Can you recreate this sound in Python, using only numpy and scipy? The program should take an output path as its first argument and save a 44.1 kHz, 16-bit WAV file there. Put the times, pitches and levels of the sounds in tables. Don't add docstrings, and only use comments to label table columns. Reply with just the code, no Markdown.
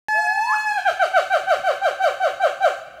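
import sys
import numpy as np
from scipy import signal
from scipy.fft import rfft, irfft
from scipy.io import wavfile
from scipy.ndimage import uniform_filter1d

SR = 44100
rng = np.random.default_rng(int(sys.argv[2]) if len(sys.argv) > 2 else 0)


def store_wav(level_fs):
    pcm = np.round(np.clip(np.atleast_2d(level_fs), -1, 1) * 32767)
    wavfile.write(sys.argv[1], SR, pcm.T.astype(np.int16))


def makeup_ratio(level_db):
    decades = np.asarray(level_db, float) / 20
    return 10 ** decades


N = 132300

LEAD_S = 0.4
M = N + int(LEAD_S * SR)
T = np.arange(M) / SR - LEAD_S


def level(x, db):
    return x * makeup_ratio(db) / np.sqrt(np.mean(x ** 2))


def noise():
    return rng.standard_normal(M)


def band(x, low_hz, high_hz, order=2):
    return signal.sosfilt(signal.butter(order, [low_hz, high_hz], "band", fs=SR, output="sos"), x)


def lowpass(x, top_hz, order):
    return signal.sosfilt(signal.butter(order, top_hz, fs=SR, output="sos"), x)


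def walk(rate_hz):
    size = int(SR / rate_hz)
    return level(uniform_filter1d(uniform_filter1d(noise(), size), size), 0)


def dip(f, centre_hz, width_hz, depth_db):
    return depth_db * np.exp(-((f - centre_hz) / width_hz) ** 2)


def voice(hz, gain, soft_db, breath_db):
    # frequency in Hz, level in dB.
    throat = np.array([(300, -11), (480, -6), (600, -1), (1100, -3), (1720, -1.5), (1950, -16),
                       (2550, -8.5), (4600, -19)])
    # low edge in Hz, high edge in Hz, level in dB.
    airy_bands = [(2700, 2760, 4), (6000, 7800, -3.5), (9000, 15000, -11.5)]
    tilt_db_per_octave = -14
    jitter, shimmer_db = 0.0022, 0.8

    hz = hz * (1 + jitter * walk(55))
    phase = 2 * np.pi * np.cumsum(hz) / SR
    breath = sum(level(band(noise(), low_hz, high_hz), db) for low_hz, high_hz, db in airy_bands)
    out = makeup_ratio(breath_db) * (1 + np.cos(phase)) * breath
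    for k in range(1, 31):
        f = k * hz
        db = np.interp(np.log(f), np.log(throat[:, 0]), throat[:, 1])
        db = db + soft_db * np.log2(k)
        db = db + tilt_db_per_octave * np.log2(np.maximum(f / throat[-1, 0], 1))
        db = db + dip(f, 3450, 130, -18) + dip(f, 5350, 350, -6)
        out = out + np.sqrt(2) * makeup_ratio(db) * (f < 0.4 * SR) * np.sin(k * phase)
    return out * gain * makeup_ratio(shimmer_db * walk(31.2))


def sung(line, soft_db, opens_db=0):
    s, hz, db = np.array(line).T

    def smooth(values):
        return uniform_filter1d(np.interp(T, s, values), size=500)

    edge = np.clip(np.minimum(T - s[0], s[-1] - T) / 0.0048, 0, 1)
    pitch_hz = smooth(hz)
    soft_db = soft_db + opens_db * np.log2(pitch_hz / hz[0])
    return voice(pitch_hz, makeup_ratio(smooth(db)) * edge, soft_db, breath_db=-56)


def held_note():
    # time in seconds, pitch in Hz, level in dB.
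    held_line = [
        (-.4, 859, -33.5),
        (.2, 858.2, -21.5),
        (.27, 848.5, -24),
        (.42, 868.1, -24),
        (.58, 852, -21.5),
        (.62, 861, -25),
        (.68, 853.7, -20.5),
        (.71, 827, -26),
        (.74, 823, -30),
    ]
    return sung(held_line, soft_db=0)


def garden(x):
    a = np.arange(2 * SR) / SR

    def fade(t60_s):
        return np.exp(-np.log(1000) * a / t60_s)

    def unit(v):
        return v / np.sqrt(np.sum(v ** 2))

    near_noise, far_noise = rng.standard_normal((2, len(a)))
    low = lowpass(near_noise, 2500, 1)
    near = low * fade(0.3) + (near_noise - low) * fade(0.56)
    near = unit(near * np.clip((a - 0.0055) / 0.0069, 0, 1))
    far = unit(far_noise * fade(2.76) * np.clip(a / 0.027, 0, 1))
    far = lowpass(far, 6000, 1)
    echo = signal.fftconvolve(x, makeup_ratio(-2.5) * near + makeup_ratio(-16) * far)[:M]

    facing, turned = lowpass(x, 1800, 2), lowpass(x, 1000, 2)
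    direct = facing + np.interp(T, (1.1, 1.9), (0, 1)) * (turned - facing)
    round_head = x - direct
    return makeup_ratio(2.5) * direct + makeup_ratio(-16) * round_head + echo


def open_air():
    # frequency in Hz, noise density in dB per Hz.
    air_colour = np.array([(20, -24), (60, 0), (130, 0), (250, -7), (500, -20), (1500, -24), (5000, -26),
                           (16000, -31)])
    f = np.maximum(np.arange(M // 2 + 1) * SR / M, 1)
    colour = makeup_ratio(np.interp(np.log(f), np.log(air_colour[:, 0]), air_colour[:, 1]))
    return level(irfft(rfft(noise()) * colour, M), -62) * makeup_ratio(walk(1.7))


def distant_drone():
    centre_hz, width_hz = 320, 60
    hum = level(band(noise(), centre_hz - width_hz / 2, centre_hz + width_hz / 2), -57)
    return hum * makeup_ratio(-9 * np.clip(T / 0.95, 0, 1) + 0.69 * walk(1.3))


def rising_hoot():
    # time in seconds, pitch in Hz, level in dB.
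    hoot_line = [
        (.12, 560, -66),
        (.15, 630, -37),
        (.19, 688, -28.5),
        (.29, 725, -32),
        (.385, 815, -25.5),
        (.48, 975, -24),
        (.52, 1078, -20),
        (.54, 1342, -24),
        (.552, 1580, -26),
    ]
    return sung(hoot_line, soft_db=-25.5, opens_db=14)


def whoops():
    # start in seconds, length in seconds, level in dB, top pitch in Hz, end pitch in Hz.
    whoop_rows = [(0.747, 0.053, -19, 844.5, 700.4), (0.847, 0.059, -16.5, 810.2, 598.8),
                  (0.991, 0.061, -15, 787, 572.3), (1.133, 0.071, -15.5, 776, 529),
                  (1.298, 0.082, -15.5, 786, 531), (1.468, 0.083, -16, 777, 521),
                  (1.633, 0.09, -16, 778, 494.3), (1.814, 0.083, -15.5, 792, 497.6),
                  (1.997, .102, -16, 777.4, 503), (2.197, 0.093, -15.5, 772.7, 501),
                  (2.396, 0.085, -15, 787.7, 496.7), (2.602, 0.089, -14, 789.5, 496)]
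    lead_in_s, attack_s, release_s = 0.008, 0.01, 0.0073
    scoop, scoop_s = 0.07, 0.0074
    hold_share, bend, ease = 0.3, 1.3, 0.4
    peak_share, swell_db, fade_db = 0.62, 3, 5
    trail_s, trail_hz, trail_db = 0.04, 320, -13
    full_slide_hz = 650

    hz, gain, slide = np.full(M, 800.0), np.zeros(M), np.zeros(M)
    for start, length, db, top_hz, end_hz in whoop_rows:
        a = T - start
        since = np.maximum(a, 0)
        part = a / length
        after = np.clip((a - length) / trail_s, 0, 1)

        u = np.clip((part - hold_share) / (1 - hold_share), 0, 1) ** bend
        u = u + ease * u * (1 - u)
        f = top_hz * (1 - scoop * np.exp(-since / scoop_s))
        f = f - (top_hz - end_hz) * u - (end_hz - trail_hz) * np.sqrt(after)

        g = 1 - np.exp(-since / attack_s)
        g = g * makeup_ratio(db - swell_db * np.clip(1 - part / peak_share, 0, 1))
        g = g * makeup_ratio(-fade_db * np.clip((part - peak_share) / (1 - peak_share), 0, 1))
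        g = g * makeup_ratio(trail_db * np.clip((a - length) / release_s + 1, 0, 1)) * (1 - after)
        g = g * ((a < length) | (end_hz < full_slide_hz))

        begun = a >= -lead_in_s
        hz = np.where(begun, f, hz)
        gain = np.where(begun, g, gain)
        slide = np.where(begun, u, slide)
    soft_db = -8.5 * slide - (T - 1)
    return voice(uniform_filter1d(hz, size=200), uniform_filter1d(gain, size=250), soft_db, breath_db=-30)


def wind_bumps():
    # centre in seconds, level in dB, length in seconds.
    bump_rows = [
        (.8, -61, .02),
        (.92, -54, .025),
        (1.46, -52, .04),
        (1.6, -47, .022),
        (2.1, -57, .05),
        (2.35, -55, .025),
    ]
    gusts = sum(makeup_ratio(db) * np.exp(-((T - s) / length) ** 2) for s, db, length in bump_rows)
    return gusts * level(band(noise(), 33, 129, order=1), 0)


def scene():
    apes = held_note() + rising_hoot() + whoops()
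    heard = garden(apes) + open_air() + distant_drone() + wind_bumps()
    return heard[None, M - N:]


def top_cut(x):
    return signal.sosfilt(signal.butter(12, 16100, fs=SR, output="sos"), x)


def record(dry):
    starts_s = 0.0845
    mix = dry * (np.arange(N) >= starts_s * SR)
    return top_cut(mix)


dry = scene()
out = record(dry)
store_wav(out)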